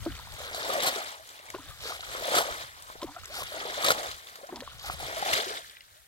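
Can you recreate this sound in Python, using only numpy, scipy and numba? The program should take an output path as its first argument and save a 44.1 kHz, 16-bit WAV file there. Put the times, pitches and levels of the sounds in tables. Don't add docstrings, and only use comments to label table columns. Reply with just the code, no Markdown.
import sys
import numpy as np
from scipy import signal
from scipy.fft import rfft, irfft
from scipy.io import wavfile
from scipy.ndimage import uniform_filter1d, map_coordinates
from numba import njit

SR = 44100
rng = np.random.default_rng(int(sys.argv[2]) if len(sys.argv) > 2 else 0)


def voltage_ratio(decibels):
    exponent = np.asarray(decibels, float) / 20
    return 10 ** exponent


def store_wav(level_fs):
    pcm = np.round(np.clip(np.atleast_2d(level_fs), -1, 1) * 32767)
    wavfile.write(sys.argv[1], SR, pcm.T.astype(np.int16))


N = 267687

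# pitch [Hz], level [dB per octave].
WATER_COLOUR = [(200, -25), (350, -12.5), (600, 0), (850, -5.5), (1300, -4), (1620, -4.5), (1980, -3.5),
                (2500, -6), (3600, 0.5), (4500, -3.5), (5500, -6), (8500, -5.5), (12500, -6), (15800, -10)]


@njit
def grains(start, hz, cycles, glide, size, lead, pan, swell):
    out = np.zeros((2, N))
    for k in range(len(start)):
        tau = cycles[k] / hz[k] * SR / 3
        w = 2 * np.pi * hz[k] / SR
        for c in range(2):
            late = start[k] + c * lead[k]
            i = int(late) + 1
            side = pan[k] if c == 0 else 1 / pan[k]
            z = np.exp((1j * w - 1 / tau) * (i - late)) * size[k] * side
            p = np.exp(1j * w - 1 / tau)
            q = np.exp(1j * w * glide[k] * .7 / (3 * tau))
            rise = np.exp(-swell * (i - late) / tau)
            r = np.exp(-swell / tau)
            for j in range(max(i, 0), min(i + int(5 * tau), N)):
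                out[c, j] += z.imag * (1 - rise)
                z, p, rise = z * p, p * q, rise * r
    return out


def lead(s):
    backswings = [
        0.02,
        1.53,
        3,
        4.5,
    ]
    # time into the swing [s], head start of the left port [samples].
    swing_lead = [(.1, 1.9), (.3, 6.56), (.62, 10.6), (.78, 11.3), (.87, 9.8), (1.0, 12), (1.35, 13)]
    turn_s, turn_lead_per_s = 4.84, 4.65
    back = np.array(backswings)
    into = s - back[np.maximum(np.searchsorted(back, s) - 1, 0)]
    return np.interp(into, *np.transpose(swing_lead)) + turn_lead_per_s * np.maximum(s - turn_s, 0)


def ring_pockets(start_s, hz, peak_db, cycles, glide, swell, scatter=0, side=1):
    zero = np.zeros(len(start_s))
    return grains(start_s * SR + zero, hz + zero, cycles + zero, glide + zero, voltage_ratio(peak_db + zero),
                  lead(start_s) + scatter + zero, side + zero, float(swell))


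def walk(rate):
    k = int(SR / rate)
    held = np.repeat(rng.standard_normal(N // k + 1), k)
    return 1.04 * uniform_filter1d(held, k)[:N]


def colour(table, hz):
    table_hz, value = np.transpose(table)
    return np.interp(np.log(hz + 1), np.log(table_hz), value)


def noise(table):
    shape = voltage_ratio(colour(table, np.fft.rfftfreq(N, 1 / SR)))
    return irfft(rfft(rng.standard_normal((2, N))) * shape, N)


def highpass(sound, hz):
    return signal.sosfilt(signal.butter(2, hz, "high", fs=SR, output="sos"), sound)


def slosh_db(s, hz):
    layer_hz = [
        550,
        1400,
        3700,
        9500,
    ]
    # level at middle flow [dB], its rise with flow [dB per dB], its rise with depth [dB per dB].
    layer_levels = [
        (-46, 1.24, 1.13),
        (-47, 1, 0.34),
        (-46, 1.0031, -0.11),
        (-48, 0.8, 0.11),
    ]
    # time [s], flow [dB], depth or how much air the water folds in [dB].
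    swings = [
        [(.12, -55.5, -2.5), (.28, -60, -3.5), (.46, -51.5, -1.5), (.56, -46.5, -0.8), (.76, -46, 6.5),
         (.84, -40, -3), (.93, -46, 2.5), (1.08, -47.5, -3), (1.2, -62, -1)],
        [(1.45, -60, 3.5), (1.77, -61.5, -4.5), (1.88, -46.5, -4), (1.99, -52.5, -6.5), (2.3, -45.5, 5.5),
         (2.37, -37, 3.5), (2.45, -47.5, 7), (2.62, -50, 1.5), (2.72, -60.5, -3)],
        [(2.87, -63, 1), (3.24, -58.5, -3), (3.49, -52, -2.5), (3.57, -46, 0.5), (3.79, -47.5, 3.8),
         (3.88, -36, -1), (3.96, -47.5, 6), (4.07, -48, 1.5), (4.19, -57, -4.5)],
        [(4.45, -65, 7.5), (4.74, -62, -0.5), (4.98, -56, -1), (5.03, -51, 3), (5.27, -43.5, 2),
         (5.38, -35, -7), (5.44, -44.5, -0.5), (5.57, -48, -1.1), (5.62, -59, -4)],
    ]
    still_db, mid_flow_db = -73.5, -46
    t, flow, depth = np.vstack([*swings, [(N / SR, still_db, 0)]]).T
    flow = np.interp(s, t, flow) - mid_flow_db
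    depth = np.interp(s, t, depth)
    layers = np.array([db + a * flow + b * depth for db, a, b in layer_levels])
    place = np.interp(np.log(hz), np.log(layer_hz), np.arange(len(layer_hz)))
    return map_coordinates(layers, [place, np.arange(len(s))], order=1) + colour(WATER_COLOUR, hz)


def cloud(count, size, tail_ms, octaves, lo_hz, hi_hz, db, cycles, glide, scatter_db, lump_db, lump_rate, spread):
    even, normal = rng.random((count, 2)).T, rng.standard_normal((count, 5)).T
    moment, pitch, bulk = np.repeat(rng.random((count // size, 3)), size, axis=0).T
    start = np.minimum(moment * N - tail_ms / 1000 * SR * np.log(even[0]), N - 1)
    hz = np.clip(lo_hz * (hi_hz / lo_hz) ** pitch * 2 ** (octaves * normal[4]), 150, 15800)
    turns = cycles * (hz / 1000) ** 0.78 * np.exp(0.585 * normal[0])
    bigger = np.minimum(-np.log(even[1] * bulk), 2.6)
    lumps = lump_db * walk(lump_rate)[start.astype(int)]
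    size_db = slosh_db(start / SR, hz) + scatter_db * bigger + lumps
    peak_db = db + size_db + 10 * np.log10(hz / turns / count * 100)
    scatter = spread * np.clip(hz / 1300, .6, 1) * normal[2]
    return ring_pockets(start / SR, hz, peak_db, turns, glide * (1 + normal[1]), 4.78, scatter, voltage_ratio(normal[3]))


def wash():
    gurgle = cloud(count=5100, size=3, tail_ms=10, octaves=0.1994, lo_hz=249.7, hi_hz=2398, db=7.5,
                   cycles=14.5, glide=0.207, scatter_db=1.3, lump_db=0.9, lump_rate=25, spread=2.34)
    spray = cloud(count=18000, size=12, tail_ms=6, octaves=0.246, lo_hz=1200, hi_hz=8040, db=5,
                  cycles=6.1, glide=0.062, scatter_db=2.5, lump_db=1.5, lump_rate=42, spread=2.74)
    mist = cloud(count=80000, size=5, tail_ms=2.0, octaves=0.5, lo_hz=893, hi_hz=15630, db=10,
                 cycles=4.5, glide=0.043, scatter_db=1.5, lump_db=2.05, lump_rate=13, spread=3.02)
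    return highpass(gurgle + spray + mist, 190)


def wind():
    # time of the gust [s], level [dB].
    gusts = [(0, -49.5), (.22, -43.5), (.36, -58.5), (.62, -53), (.98, -66), (1.42, -69.5), (1.6, -54.5),
             (2.36, -58), (2.65, -54), (2.78, -63.5), (3.0, -56.5), (4.09, -58), (4.46, -73), (4.58, -57.5),
             (4.95, -47), (5.34, -57), (5.42, -63.5), (6.07, -74)]
    # pitch [Hz], level [dB per Hz].
    rumble_colour = [(20, -13.5), (50, 1.5), (100, -0.5), (150, -8.5), (210, -18), (500, -37)]
    air = noise(rumble_colour) * voltage_ratio(4.8 * np.array([walk(22), walk(28)]))
    gust_db = np.interp(np.arange(N) / SR, *np.transpose(gusts))
    return air / np.std(air) * voltage_ratio(gust_db + 2.0)


def field():
    # pitch [Hz], level [dB per Hz].
    rustle_colour = [(300, -10), (600, -2), (4000, -7), (16000, -4)]
    air = noise(rustle_colour)
    return air / np.std(air) * voltage_ratio(-63)


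def streams(count=160):
    # start [s], length [s], level [dB], pitch [Hz].
    trickles = [(.53, .08, -37, 4000), (0.99, 0.2, -49, 1870), (1.78, .17, -37.5, 4560),
                (2.55, 0.23, -49, 1880), (2.7, .2, -48, 1100), (3.3, 0.11, -38.5, 4470),
                (4.64, 0.12, -44, 3340), (4.78, 0.18, -41, 4360), (5.0, .3, -38.5, 2100),
                (4.54, .07, -41.5, 840), (4.48, .14, -42, 280), (4.69, .06, -50, 1240),
                (1.82, .13, -44, 480), (3.25, .17, -50, 378), (.41, .1, -43, 570), (.42, .08, -43, 1270),
                (1.44, 0.071, -46.5, 900), (2.87, .06, -42, 1280), (3.05, .07, -41, 900),
                (5.62, 0.22, -56, 1850), (4.92, .08, -48, 3000), (.26, .12, -50, 910), (1.1, .08, -44, 910),
                (3.28, .18, -45, 2350), (4.82, .15, -41, 2300), (1.8, .16, -46, 2400),
                (2.98, .06, -45, 800), (3.9, .04, -33, 6200), (4.83, .1, -41, 1350), (.0, .14, -50, 200),
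                (2.45, .15, -50, 6000), (4.1, .12, -50, 1250), (.1, .12, -50, 1200)]
    octaves, scatter_db = 0.19, 3.0
    s, length, db, hz = np.transpose(trickles)[:, :, None]
    even, normal = rng.random((len(s), 3 * count)), rng.standard_normal((len(s), count))
    first, second, chance = np.split(even, 3, axis=1)
    start = s + length * (first + second) / 2
    size_db = db - scatter_db * np.log(chance + 0.022) + 10 * np.log10(length * hz / 300) - 6
    hz = hz * 2 ** (octaves * normal)
    scatter = 4 * (first - second)
    return ring_pockets(start.ravel(), hz.ravel(), size_db.ravel(), 8.4, 0.19, 4.5, scatter.ravel())


def spatter(start_s, hz, db, cycles):
    place = rng.standard_normal(len(hz))
    size = np.minimum(rng.exponential(size=len(hz)), 4.5) - 1.15
    peak_db = db + colour(WATER_COLOUR, hz) + 4.2 * np.log2(hz / 3000) + 2 * size
    return ring_pockets(start_s, hz, peak_db, cycles, 0, 7.0, np.clip(4000 / hz, 1, 3) * place)


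def ticks(count=40):
    # time [s], peak [dB], pitch [Hz].
    drops = [(0.0517, -35, 4270), (0.1192, -35, 2860), (0.1506, -34, 3060), (0.3208, -35, 4300),
             (0.546, -25.5, 3870), (0.734, -24.5, 4380), (0.803, -21, 3740), (1.29, -36, 6930),
             (1.391, -35, 2600), (1.502, -41, 2280), (1.548, -36, 2570), (2.0068, -31.5, 3770),
             (2.352, -17.5, 3400), (2.823, -35, 8300), (3.0157, -36.5, 3120), (3.03, -33.5, 4070),
             (3.2554, -31, 5550), (3.7414, -26, 3380), (3.8247, -25, 3140), (3.8445, -15.5, 4430),
             (3.8635, -15.5, 3800), (3.8847, -17.5, 3450), (4.1133, -29, 3900), (4.27, -39.5, 3450),
             (4.47, -39, 5600), (4.559, -31.5, 5120), (4.6046, -31, 3130), (5.3317, -15.5, 2730),
             (5.6966, -38, 3460)]
    spray_ms = 2.2
    s, db, hz = np.transpose(drops)
    ring = ring_pockets(s, hz, db - 2.5, 30.0, 0.15, 9.0)
    even = rng.random((len(s), 2 * count))
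    start = (s[:, None] - np.log(even[:, :count]) * spray_ms / 1000).ravel()
    spray_hz = 500 * 31 ** even[:, count:].ravel()
    away = np.abs(np.log2(spray_hz / np.repeat(hz, count)))
    return ring + spatter(start, spray_hz, np.repeat(db, count) + 1 - 6.7 * away, 5.8)


def gulps():
    # time [s], peak [dB], pitch [Hz], ringing [cycles], glide [octaves]. The rows at 110 to 150 Hz
    slow_swells = [(.060, -15.5, 610, 5.3, -0.15), (0.071, -14, 325, 6.2, -0.0042),
                   (.093, -24, 280, 4.9, 0.0074), (1.539, -20.5, 980, 13, 0.18),
                   (1.59, -30.5, 302, 6.9, -0.19), (1.635, -43, 260, 14.5, 0.54),
                   (1.675, -43, 560, 24, 0.86), (1.715, -38, 1200, 52, -0.015), (3.019, -20, 970, 18, 0.18),
                   (3.041, -15, 394, 6, -0.46), (3.08, -33, 260, 13, 0.28), (3.165, -31, 630, 11.5, 0.2),
                   (3.297, -28, 520, 20, 0.77), (4.434, -31, 500, 16.7, 0.81),
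                   (4.528, -34, 353, 9.7, -0.38), (4.59, -26.5, 256, 6.3, -0.03),
                   (4.623, -37, 463, 14, 0.86), (4.715, -32, 1400, 19, -0.007), (5.95, -48, 568, 38, 0.34),
                   (4.81, -33, 1100, 14, .1), (4.495, -39, 330, 6, -.2), (2.53, -33, 403, 8, 0),
                   (2.80, -42, 600, 7, .2), (2.92, -37, 620, 8, .1), (1.0, -26, 750, 13, .2),
                   (0.63, -28, 510, 7.2, 0), (1.6, -37, 1180, 14, .2), (.47, -36, 1000, 12, .1),
                   (4.86, -38, 510, 5.3, 0), (4.74, -32, 125, 3, 0), (4.935, -26, 135, 2.5, 0),
                   (5.035, -28, 125, 3, 0), (2.635, -33, 110, 3.5, 0), (.19, -33, 150, 2.5, 0),
                   (.6, -32, 130, 2.5, 0), (4.82, -33, 120, 3, 0), (1.83, -36, 110, 4, 0),
                   (.385, -37, 130, 3, 0)]
    s, db, hz, cycles, glide = np.transpose(slow_swells)
    return ring_pockets(s, hz, db + 3.5, cycles, glide, 0.41)


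def plops(count=8):
    # time [s], peak [dB], pitch [Hz], ringing [cycles].
    large = [(0.062, -22, 301, 2.7), (0.403, -29.5, 549, 9), (0.961, -30, 418, 7), (0.661, -26.5, 605, 7.3),
             (0.752, -16.5, 640, 11), (0.78, -20.5, 546, 15), (1.196, -39.5, 618, 27),
             (1.398, -38, 580, 4.6), (1.544, -25.5, 344, 7.6), (1.904, -29, 686, 7.5),
             (2.279, -22.5, 567, 12), (2.343, -16.5, 674, 10), (2.149, -35, 490, 9.4),
             (2.954, -32.5, 435, 3), (3.026, -25, 326, 3.4), (3.164, -34, 690, 12), (3.652, -24, 465, 10),
             (3.903, -13.5, 556, 4.9), (4.387, -38.5, 487, 6.4), (4.432, -31.5, 528, 10.5),
             (4.49, -31, 705, 9), (4.524, -25.5, 345, 6.7), (4.622, -31, 512, 10), (4.843, -31.5, 780, 15),
             (4.896, -28, 710, 10), (5.0, -30, 804, 6.3), (5.167, -22.5, 631, 18), (5.225, -18, 754, 11.7),
             (5.261, -20.5, 734, 8.9), (5.465, -30.5, 363.4, 12)]
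    s, db, hz, cycles = np.transpose(large)
    ring = ring_pockets(s, hz, db, np.clip(cycles, 1, 40), 0.16, 3.6)
    even = rng.random((len(s), 2 * count))
    start = (s[:, None] + 0.02 * even[:, :count] ** 2).ravel()
    ratio = 0.848 * 5.27 ** even[:, count:].ravel()
    shed_db = np.repeat(db, count) - 10.5 - 1.6 * np.log2(ratio)
    return ring + ring_pockets(start, ratio * np.repeat(hz, count), shed_db, 9.1, 0.083, 19.0)


def drips():
    # time [s], peak [dB], pitch [Hz], ringing [cycles].
    small = [(0.196, -36.5, 930, 12), (0.621, -30, 1200, 10), (0.701, -22, 1160, 15), (0.752, -25, 1890, 9),
             (0.823, -30, 969, 12), (0.857, -24, 1025, 18), (1.503, -31.5, 2110, 12), (1.584, -37, 956, 19),
             (1.709, -40.5, 1190, 14), (1.868, -36, 1360, 21), (1.897, -32, 1340, 20),
             (1.921, -27.5, 1160, 12), (2.352, -23, 1200, 9.2), (2.383, -15.5, 1310, 20),
             (2.9, -30, 1010, 5.4), (3.163, -36, 1310, 22), (3.342, -34.5, 1330, 14),
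             (3.369, -36, 1390, 12), (3.405, -33, 1060, 14), (3.422, -26, 1040, 10), (3.836, -26, 1150, 15),
             (3.848, -19, 1200, 18), (3.884, -23, 960, 18), (3.905, -9, 1350, 10), (4.497, -34, 1000, 8.5),
             (4.676, -30.5, 1060, 10.5), (4.899, -20, 1120, 5), (5.337, -16, 1930, 13),
             (5.366, -20, 2170, 12), (.272, -38.5, 940, 12), (.545, -30, 686, 9), (.579, -33, 571, 9),
             (.924, -31, 608, 9.1), (1.855, -34.5, 453, 6.8), (1.993, -37.5, 705, 11),
             (2.223, -30, 630, 11.4), (2.318, -21.5, 524, 10), (2.408, -22, 646, 11), (3.364, -34, 807, 9),
             (3.519, -34, 585, 14), (3.883, -20, 567.4, 7), (4.058, -32, 683, 10), (5.03, -31.5, 708, 10),
             (5.084, -29.5, 603, 10), (5.127, -31, 657, 10), (5.298, -25, 654.5, 12),
             (4.605, -37.5, 1700, 14), (1.549, -33, 620, 6)]
    s, db, hz, cycles = np.transpose(small)
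    return ring_pockets(s, hz, db + 1.5, np.clip(cycles, 1, 60), 0.14, 15.0)


def blips():
    # time [s], peak [dB], pitch [Hz].
    bubbles = [(.693, -25, 520), (.846, -23, 746), (2.253, -27, 622), (2.383, -25, 420), (3.387, -33, 700),
               (3.544, -32, 614), (3.997, -30, 700), (5.385, -31, 410), (5.507, -34, 430),
               (1.0184, -30, 1200), (2.0318, -35, 1300), (2.149, -30, 1250), (2.5244, -30, 1330),
               (3.1854, -40, 1400), (3.2345, -39, 1250), (3.6994, -28, 1650), (5.6451, -41, 1660),
               (.1664, -38, 2400), (.5374, -32, 2100), (3.8432, -23, 2500), (4.0754, -34, 2200)]
    s, db, hz = np.transpose(bubbles)
    return ring_pockets(s, hz, db + 3, 11.0, 0.15, 8.0)


def smacks(count=24):
    # time [s], peak [dB], pitch [Hz].
    fat_drops = [(0.1895, -33, 4200), (0.3656, -38, 2570), (0.8344, -22, 2980), (0.8724, -13.5, 4120),
                 (0.8844, -22, 4120), (1.4865, -34, 2160), (1.686, -36, 3540), (1.8056, -38, 3340),
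                 (1.8367, -32, 2890), (1.8744, -28, 4550), (2.275, -31, 3370), (2.3685, -16, 3540),
                 (2.3837, -13.5, 4393), (2.411, -24, 4800), (3.244, -32, 6300), (3.3764, -25, 4430),
                 (3.5074, -34, 3150), (3.904, -12, 3880), (3.9177, -13, 4810), (4.0594, -31, 3540),
                 (4.9935, -32, 3820), (5.1282, -32, 3400), (5.1602, -30, 3250), (5.2305, -27, 3560),
                 (5.276, -26, 3010), (5.3514, -18, 3720)]
    crack_ms, octaves = 1.98, 0.91
    s, db, hz = np.transpose(fat_drops)[:, :, None]
    even, normal = rng.random((len(s), count)), rng.standard_normal((len(s), count))
    start = (s - crack_ms / 1000 * np.log(even) * even).ravel()
    specks = np.clip(hz * 2 ** (octaves * normal + 0.27), 900, 15500).ravel()
    crack = ring_pockets(start, specks, np.repeat(db, count) - 15, 5.8, 0, 10.0)
    return crack + ring_pockets(s.ravel(), hz.ravel(), db.ravel() - 2.5, 27.0, 0.13, 9.0)


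def slaps(count=1200):
    # start [s], length [s], level [dB], share of the length spent swelling [0 to 1].
    sheets = [(0.82, 0.031, -29, 0.28), (.855, 0.042, -27, 0.41), (2.35, 0.012, -26, 0.049),
              (2.36, .025, -26, .4), (2.383, .012, -25, 0.052), (2.395, .03, -32, .5),
              (3.844, .015, -27, 0.025), (3.862, .012, -28.5, 0.2), (3.883, .014, -27.5, 0.101),
              (3.911, 0.015, -26.5, .2), (3.904, .008, -23, 0.016), (5.328, 0.019, -29.5, .2),
              (1.80, .17, -43.5, 0.65), (3.32, .12, -39, 0.85), (4.82, 0.13, -42, 0.54),
              (.868, .012, -28, .4), (5.336, 0.0055, -25, 0.097), (3.016, .035, -47.5, 0.27),
              (1.5, .1, -56, .1), (2.87, .08, -54, .4), (4.265, 0.036, -53, .5), (.545, .06, -41, .05),
              (1.3, 0.022, -52, 0.11), (1.68, 0.032, -49.5, 0.28), (2.1, .1, -47, 0.5),
              (4.99, 0.036, -44, .2), (5.16, .04, -39.5, .3), (.73, .015, -36, .3),
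              (4.355, .008, -44.5, .1), (.336, .008, -46, .1), (1.5, .006, -43, .05)]
    s, length, db, swell = np.transpose(sheets)[:, :, None]
    swell = np.clip(swell, .01, .99)
    even = rng.random((len(s), 2 * count))
    u = even[:, :count]
    thickening = np.sqrt(u * swell)
    thinning = 1 - np.sqrt((1 - u) * (1 - swell)) ** 1.4
    place = np.where(u < swell, thickening, thinning)
    level_db = db + 10 * np.log10(length / 0.025) + 0 * u - 5
    hz = 500 * 31 ** even[:, count:]
    return spatter((s + place * length).ravel(), hz.ravel(), level_db.ravel(), 7.2)


def snaps(count=12):
    # time [s], peak [dB], pitch [Hz].
    films = [(0.3394, -34, 9000), (0.5302, -30, 4150), (1.274, -36, 6150), (1.3518, -41, 3650),
             (1.5018, -29, 9500), (2.4663, -29, 3490), (2.9247, -41, 3080), (3.2345, -38, 5130),
             (3.2779, -35, 11300), (3.3523, -30, 5250), (4.2847, -37, 3320), (4.356, -33, 3500),
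             (4.7935, -35, 5080), (4.8589, -36, 5570), (5.0045, -28, 2770), (5.1028, -36, 5740),
             (5.2899, -25, 3010), (5.7094, -37, 6960), (5.7678, -37, 2950), (5.8066, -35, 3800)]
    burst_ms, octaves = 1.5, 0.61
    s, db, hz = np.transpose(films)[:, :, None]
    even, normal = rng.random((len(s), count)), rng.standard_normal((len(s), count))
    start = (s - burst_ms / 1000 * np.log(even)).ravel()
    hz = np.clip(hz * 2 ** (octaves * normal), 1500, 15500).ravel()
    return ring_pockets(start, hz, np.repeat(db, count) - 7, 11, 0, 9.0)


def bend(x):
    # pitch [Hz], extra delay of the right port [samples].
    delays = [(250, 7), (450, 2.5), (750, -.6), (1100, 1.54), (1800, 2.4), (2250, 1.8), (2600, -.8),
              (3200, 0.18)]
    hz = np.fft.rfftfreq(N, 1 / SR)
    turn = np.exp(-2j * np.pi * hz * colour(delays, hz) / SR)
    return np.array([x[0], irfft(rfft(x[1]) * turn, N)])


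def scene():
    water = wash() + streams() + ticks() + gulps() + plops() + drips()
    water = water + blips() + smacks() + slaps() + snaps()
    return highpass(bend(water), 150) + wind() + field()


def band_limit(x):
    return signal.sosfilt(signal.butter(12, 15940, fs=SR, output="sos"), x)


def record(dry):
    # pitch [Hz], width [Hz], boost [dB].
    port_rings = [(7800, 1340, 1.5), (12440, 1040, 2.5), (2660, 300, -4), (1380, 480, 2.5), (950, 200, -2)]
    for hz, width, db in port_rings:
        dry = dry + (voltage_ratio(db) - 1) * signal.lfilter(*signal.iirpeak(hz, hz / width, SR), dry)
    top = signal.ellip(10, .2, 70, 15850, fs=SR, output="sos")
    left_db = 1.3
    mix = signal.sosfilt(top, dry) * voltage_ratio(np.array([[left_db], [-left_db]]) / 2)
    return band_limit(mix)


dry = scene()
out = record(dry)
store_wav(out)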